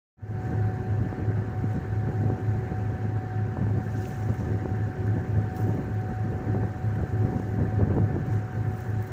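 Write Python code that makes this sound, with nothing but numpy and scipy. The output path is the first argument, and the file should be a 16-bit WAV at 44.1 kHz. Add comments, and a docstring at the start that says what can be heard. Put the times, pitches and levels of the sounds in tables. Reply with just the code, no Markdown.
"""On deck, tugboat towing a barge

One microphone in the open air, close to the engines. Two diesels run at almost the same speed, so their
exhaust notes throb about three times a second, under a steady gear whine and the engine room's roar.
Wind buffets and bumps the microphone; the wake fizzes and splashes along the hull. The sound fades in."""
import sys
import numpy as np
from scipy import signal
from scipy.fft import rfft, irfft, next_fast_len
from scipy.io import wavfile
from scipy.ndimage import uniform_filter1d, map_coordinates

SR = 44100
rng = np.random.default_rng(int(sys.argv[2]) if len(sys.argv) > 2 else 0)


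def unload_audio(sound):
    """Save the sound as a 16-bit wav file, at the path given as the first command line argument."""
    columns = np.transpose(np.atleast_2d(sound))
    # keep every value between -1 and 1, then stretch to whole-number steps
    steps = np.round(np.clip(columns, -1, 1) * 32767)
    wavfile.write(sys.argv[1], SR, steps.astype(np.int16))


N = 402191

FIRING_ORDER, WHINE_ORDER = 6, 42  # firings and whine cycles per turn of the shaft
# Rushing water and fine spray as the microphone colours them, with its resonance near 15 kHz:
# frequency_hz, relative_db
WASH_SPECTRUM = [(1500, -11), (2800, 3), (3500, -2), (4050, -2.5), (4800, -5), (5600, 2.5), (6000, 0),
                 (6600, 3), (7300, -0.5), (8200, -8.5), (11000, -17.5), (16000, -36)]
SPRAY_SPECTRUM = [(2500, -19), (6000, -4.5), (8500, -1.5), (10500, -3.5), (12200, 0.5), (12900, 3),
                  (13300, -1.5), (14000, 0), (14700, 11.5), (15500, 10)]


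def amp(db):
    """Decibels to gain."""
    return 10 ** (np.asarray(db) / 20)


def unit(x):
    """Scale to rms 1."""
    return x / np.sqrt(np.mean(x ** 2) + 1e-20)


def curves(rows):
    """One value per sample for each column after the time."""
    times, *columns = np.transpose(rows)
    return [np.interp(np.arange(N) / SR, times, column) for column in columns]


def wobble(rate):
    """A smooth random curve, rate knots a second."""
    knots = rng.standard_normal(int(N * rate / SR) + 4)
    fine = np.arange(10 * len(knots)) / 10
    return np.interp(np.arange(N) * rate / SR, fine, map_coordinates(knots, [fine]))


def filtered(x, response):
    """Filter x by a gain given as a function of frequency."""
    size = next_fast_len(N + SR // 2)
    return irfft(rfft(x, size) * response(np.fft.rfftfreq(size, 1 / SR)), size)[:N]


def coloured(x, spectrum):
    """x shaped by (Hz, dB) points on a log axis, at rms 1."""
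    hz, db = np.transpose(spectrum)
    return unit(filtered(x, lambda f: amp(np.interp(np.log(f + 1), np.log(hz), db))))


def noise():
    """White noise of rms 1."""
    return rng.standard_normal(N)


def patchy(depth_db):
    """White noise whose level varies in small patches of time and frequency."""
    spectrogram = signal.stft(noise(), nperseg=512)[2]
    patches = uniform_filter1d(rng.standard_normal(spectrogram.shape), size=4, axis=0)
    patches = uniform_filter1d(patches, size=5, axis=1)
    return signal.istft(spectrogram * amp(depth_db * unit(patches)), nperseg=512)[1][:N]


def add(track, start_s, sound):
    """Mix a short sound into the track."""
    part = track[round(start_s * SR):][:len(sound)]
    part += sound[:len(part)]


def sea():
    """Gains of wash and spray: the churning wake, plus waves that build to a crest and drain away."""
    # How hard the wake churns: time_s, wash_db
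    churn = [(0.4, -68), (1.3, -69.5), (2.6, -67.5), (3.5, -69.5), (4.8, -67.5), (5.7, -67.5), (6.5, -68),
             (7.4, -65.5), (7.9, -68.5), (9.1, -67)]
    # Waves breaking against the hull: crest_s, rise_s, fall_s, wash_db, spray_db
    waves = [(0.48, 0.09, 0.068, -69, -77.5), (1.73, .07, .05, -64, -70), (4.05, .17, 0.23, -57, -60.5),
             (4.39, 0.065, .13, -62.5, -72), (5.58, .04, .17, -64, -60.5), (8.34, .04, .06, -60, -68),
             (8.8, .13, .13, -67, -62), (9.03, 0.022, 0.065, -80, -63.5)]
    calm_wash_db, calm_spray_db, spray_db_per_db = -68, -74, 1.7  # spray grows faster than wash
    t = np.arange(N) / SR
    churn_db, = curves(churn)
    wash_power = amp(churn_db) ** 2
    spray_power = amp(calm_spray_db + spray_db_per_db * (churn_db - calm_wash_db)) ** 2
    for crest_s, rise_s, fall_s, wash_db, spray_db in waves:
        crest = np.exp(-np.abs(t - crest_s) / np.where(t < crest_s, rise_s, fall_s))
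        wash_power += (amp(wash_db) * crest) ** 2
        spray_power += (amp(spray_db) * crest) ** 2
    return np.sqrt(wash_power), np.sqrt(spray_power)


def bubbles(per_s, pitch_hz, spread_db, cycles):
    """Bursting foam: each bubble rings for a few cycles at its own pitch, some far louder than most."""
    count = int(per_s * N / SR)
    when, size = rng.random((2, count))
    hz = np.clip(pitch_hz * np.exp(.35 * rng.standard_normal(count)), 1000, SR / 2.5)[:, None]
    age = np.arange(SR // 250)
    gain = amp(spread_db * np.minimum(-np.log(1 - size), 4))[:, None]
    rings = gain * np.sin(2 * np.pi * hz * age / SR) * np.exp(-hz * age / SR / cycles)
    where = (when * N).astype(int)[:, None] + age
    return unit(np.bincount(where.ravel(), rings.ravel(), N)[:N])


def wake(wash_trim_db, spray_trim_db, wash_foam_db, spray_foam_db):
    """Churned water rushes and sloshes along the hull, with foam bursting on top."""
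    wash_gain, spray_gain = sea()
    slosh = wobble(22)
    foam = bubbles(per_s=1100, pitch_hz=8030, spread_db=2.5, cycles=4.9)
    rush = patchy(depth_db=1.7) * amp(wobble(90)) + amp(wash_foam_db) * foam
    fizz = patchy(depth_db=2.5) * amp(2.8 * wobble(160)) + amp(spray_foam_db) * foam
    wash = wash_gain * amp(wash_trim_db + 0.5 * slosh) * coloured(rush, WASH_SPECTRUM)
    spray = spray_gain * amp(spray_trim_db + 0.3 * slosh) * coloured(fizz, SPRAY_SPECTRUM)
    return wash + spray


def splashes(trim_db, t60_s):
    """Thrown water lands with short, bright spats."""
    # Water landing: start_s, level_db
    landings = [(1.73, -53), (4.34, -46.5), (5.0665, -49.5), (5.21, -52), (5.5638, -37), (5.94, -50),
                (6.01, -49.5), (6.9536, -53), (8.2641, -50.5), (8.8037, -43.5), (8.9, -50), (9.0236, -43),
                (9.0733, -43.5)]
    envelope = np.zeros(N)
    t = np.arange(SR // 8) / SR
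    attack = 1 - np.exp(-t / .001)
    for start_s, level_db in landings:
        add(envelope, start_s, amp(level_db + trim_db - 60 * t / t60_s) * attack)
    return envelope * unit(coloured(noise(), SPRAY_SPECTRUM) + 0.36 * coloured(noise(), WASH_SPECTRUM))


def drips(t60_s):
    """A large falling drop traps an air bubble that rings briefly."""
    # The drop's plink: start_s, peak_db, pitch_hz
    plinks = [(4.055, -34, 2600)]
    out = np.zeros(N)
    t = np.arange(SR // 20) / SR
    for start_s, peak_db, pitch_hz in plinks:
        add(out, start_s, amp(peak_db - 60 * t / t60_s) * np.sin(2 * np.pi * pitch_hz * t))
    return out


def wind(trim_db, gust_trim_db, lumpy_db, spiky_db):
    """Wind and gusts buffet the microphone; the turbulence comes in lumps with brief pressure spikes."""
    # Wind between gusts: time_s, level_db
    breeze = [(0.4, -31.5), (2.7, -31.5), (3.2, -31.5), (4.4, -32.5), (4.9, -32.5), (6.85, -34.5),
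              (7.6, -29.5), (8.05, -28.5), (8.4, -32), (9.1, -38)]
    # Gusts that swell and die: crest_s, length_s, level_db
    gusts = [(0.522, 0.097, -27.5), (1.153, .14, -29), (2.27, 0.12, -29), (3.777, 0.077, -26),
             (4.42, 0.34, -30), (4.64, 0.24, -29.5), (5.15, 0.18, -29), (5.41, .14, -31.5),
             (5.69, .18, -25), (6.303, 0.095, -29.5), (6.566, 0.3, -27.5), (7.022, 0.063, -21.5),
             (7.29, 0.22, -27), (7.627, 0.16, -25.5), (7.836, .1, -22.5), (7.957, .12, -20),
             (8.164, 0.049, -24), (8.644, 0.15, -31.5)]
    # Buffeting at the microphone: frequency_hz, relative_db
    buffet_spectrum = [(20, -31.5), (35, -22), (60, -11.5), (85, 0.5), (105, 1), (150, -2.5), (240, -6),
                       (350, -11.5), (500, -17), (800, -29), (1400, -40.5), (3000, -76)]
    t = np.arange(N) / SR
    breeze_db, = curves(breeze)
    power = amp(breeze_db) ** 2
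    for crest_s, length_s, level_db in gusts:
        power += amp(level_db + gust_trim_db) ** 2 * np.exp(-(2 * (t - crest_s) / length_s) ** 2)
    eddies = noise() * amp(lumpy_db * wobble(30) + spiky_db * wobble(300))
    return amp(trim_db) * np.sqrt(power) * coloured(eddies, buffet_spectrum)


def bumps(trim_db, pop_hz, thud_hz):
    """A strong eddy gives a sharp suction dip inside a broader one, flanked by pressure humps."""
    # Eddies hitting the microphone: centre_s, pop_db, thud_db
    hits = [(1.128, -30, -24), (2.241, -31.5, -27), (2.302, -25, -21), (2.388, -42, -24), (3.571, -24, -28),
            (3.668, -29.5, -30), (4.658, -24, -21), (5.699, -29, -29), (6.548, -25.5, -30),
            (6.635, -28, -28), (7.4, -28, -23), (7.812, -26.5, -19), (7.984, -21.5, -17),
            (8.165, -27.5, -19.5)]
    out = np.zeros(N)
    t = np.arange(-SR // 50, SR // 50) / SR
    dip = lambda hz: (2 * (np.pi * hz * t) ** 2 - 1) * np.exp(-(np.pi * hz * t) ** 2)
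    for centre_s, pop_db, thud_db in hits:
        add(out, centre_s + t[0], amp(pop_db) * dip(pop_hz) + amp(thud_db) * dip(thud_hz))
    return amp(trim_db) * out


def engine_room(level_db, clatter_db):
    """The engine room's roar, with a few narrow, fuzzy engine hums above it."""
    # The roar as heard on deck: frequency_hz, relative_db
    room_spectrum = [(150, -18), (400, 4.5), (650, -2.5), (880, 2.5), (1000, -3.5), (1380, -2.5),
                     (1530, 0.5), (1780, -1.5), (2000, -7.5), (2400, -14), (3000, -20), (3550, -27),
                     (4050, -22.5), (5000, -29), (9000, -57)]
    # Narrow, fuzzy engine hums: pitch_hz, width_hz, level_db
    hums = [(371.3, 15, -49.5), (1546, 73, -59), (1754, 18, -60)]
    roar = patchy(depth_db=2.0) * amp(clatter_db * wobble(250))
    out = amp(level_db) * coloured(roar, room_spectrum)
    for pitch_hz, width_hz, hum_db in hums:
        hum = filtered(noise(), lambda f: 1 / (1 + (2 * (f - pitch_hz) / width_hz) ** 2))
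        out += amp(hum_db) * unit(hum)
    return out


def whine(turns, trim_db, waver_db, drift_cycles):
    """The gearing sings on one high order of its shaft, wavering in level and phase."""
    # Strength of the whine: time_s, level_db
    strength = [(0.4, -48.5), (0.65, -46), (1.45, -51), (2.7, -45.5), (3.8, -50), (4.3, -48.5), (7.4, -47),
                (9.1, -49)]
    level_db, = curves(strength)
    tone = unit(np.sin(2 * np.pi * (WHINE_ORDER * turns + drift_cycles * wobble(5))))
    return amp(level_db + trim_db + waver_db * wobble(11)) * tone


def exhaust_rumble(throb_db, level_db, throb_share, lumpy_db):
    """Turbulent exhaust gas rumbles in random lumps and partly follows the throb."""
    # Exhaust noise: frequency_hz, relative_db
    exhaust_spectrum = [(20, -33.5), (35, -21.5), (62, -2), (85, -3.5), (105, 2.5), (130, -4.5),
                        (160, -9.5), (250, -10.5), (400, -28.5), (600, -22), (1000, -50.5), (2000, -63.5)]
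    gain = amp(level_db + throb_share * throb_db + lumpy_db * wobble(16))
    return gain * coloured(noise(), exhaust_spectrum)


def shaft_turns(speed, in_step_s=3.97):
    """Turns of a crankshaft, counted from a moment when both engines fire together."""
    turns = np.cumsum(speed) / SR
    return turns - turns[round(in_step_s * SR)]


def diesel(turns, tones, swell_db):
    """Tones locked to one crankshaft; a four-stroke cycle allows whole and half orders."""
    out = np.zeros(N)
    for multiple, level_db, unsteady_db in tones:
        order = np.round(2 * multiple) / 2
        # the weaker orders arrive by shifting paths
        lag_cycles = 0 if order == FIRING_ORDER else rng.random() + 0.07 * wobble(5)
        waver_db = unsteady_db * (wobble(24) + 0.54 * wobble(2.9))
        tone = np.sin(2 * np.pi * (order * turns + lag_cycles))
        out += amp(level_db) * unit(tone * amp(waver_db))
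    return amp(swell_db) * out


def engines(beat_db, waver_db, flutter_db):
    """Two diesels beat: the exhaust note swells as they come into step and sags as they part."""
    # Crankshaft speeds: time_s, leading_rev_per_s, second_rev_per_s
    shaft_speeds = [(0.3, 17.744, 17.21), (1.0, 17.766, 17.297), (1.5, 17.75, 17.27), (2.0, 17.837, 17.226),
                    (2.6, 17.794, 17.233), (3.5, 17.794, 17.213), (4.2, 17.847, 17.229),
                    (5.0, 17.784, 17.231), (5.8, 17.792, 17.185), (6.6, 17.763, 17.276),
                    (7.4, 17.791, 17.198), (8.1, 17.804, 17.218), (8.6, 17.715, 17.193),
                    (9.1, 17.825, 17.207)]
    # Each engine's tones: shaft_multiple (before rounding to halves), level_db, unsteady_db
    leading_tones = [(4.5, -53, 0.5), (5, -50.5, -1), (6, -32, 0.54), (6.5, -47, 0.5), (7.5, -47.5, 2),
                     (10.5, -50, 2.5), (12, -54, 0), (21, -49, 1.5), (83.7, -67, 2.5)]
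    second_tones = [(5, -52.5, 1.9), (6, -36.5, 0.46), (7, -44, 1.1), (8, -45, 2.6), (42.3, -61.5, 1.3)]
    leading, second = map(shaft_turns, curves(shaft_speeds))
    in_step = np.cos(2 * np.pi * FIRING_ORDER * (leading - second))
    throb_db = beat_db * in_step + waver_db * wobble(2.9)
    uneven_db = flutter_db * np.cos(np.pi * leading)  # uneven cylinders: one flutter every two turns
    tones = diesel(leading, leading_tones, throb_db + uneven_db) + diesel(second, second_tones, throb_db)
    gears = whine(leading, trim_db=1.2, waver_db=2.1, drift_cycles=.06)
    rumble = exhaust_rumble(throb_db, level_db=-39.0, throb_share=0.62, lumpy_db=2.1)
    return tones + gears + rumble


def scene():
    """Engines, wind and water at one microphone on deck."""
    boat = engines(beat_db=2, waver_db=0.7, flutter_db=2.5)
    boat += engine_room(level_db=-46.5, clatter_db=-0.3)
    air = wind(trim_db=-2.5, gust_trim_db=0.5, lumpy_db=2.5, spiky_db=3.0)
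    air += bumps(trim_db=1.1, pop_hz=626, thud_hz=260)
    water = wake(wash_trim_db=-0.5, spray_trim_db=4.5, wash_foam_db=-10.5, spray_foam_db=-0.5)
    water += splashes(trim_db=-0.5, t60_s=0.033) + drips(t60_s=0.0071)
    return (boat + air + water)[None]


def record(dry):
    """A short fade-in, and nothing above 15.6 kHz."""
    # Opening fade: time_s, gain
    fade_in = [(.168, 0), (.45, 1)]
    fade, = curves(fade_in)
    return filtered(dry[0] * fade, lambda f: f < 15600)[None]


dry = scene()
out = record(dry)
unload_audio(out)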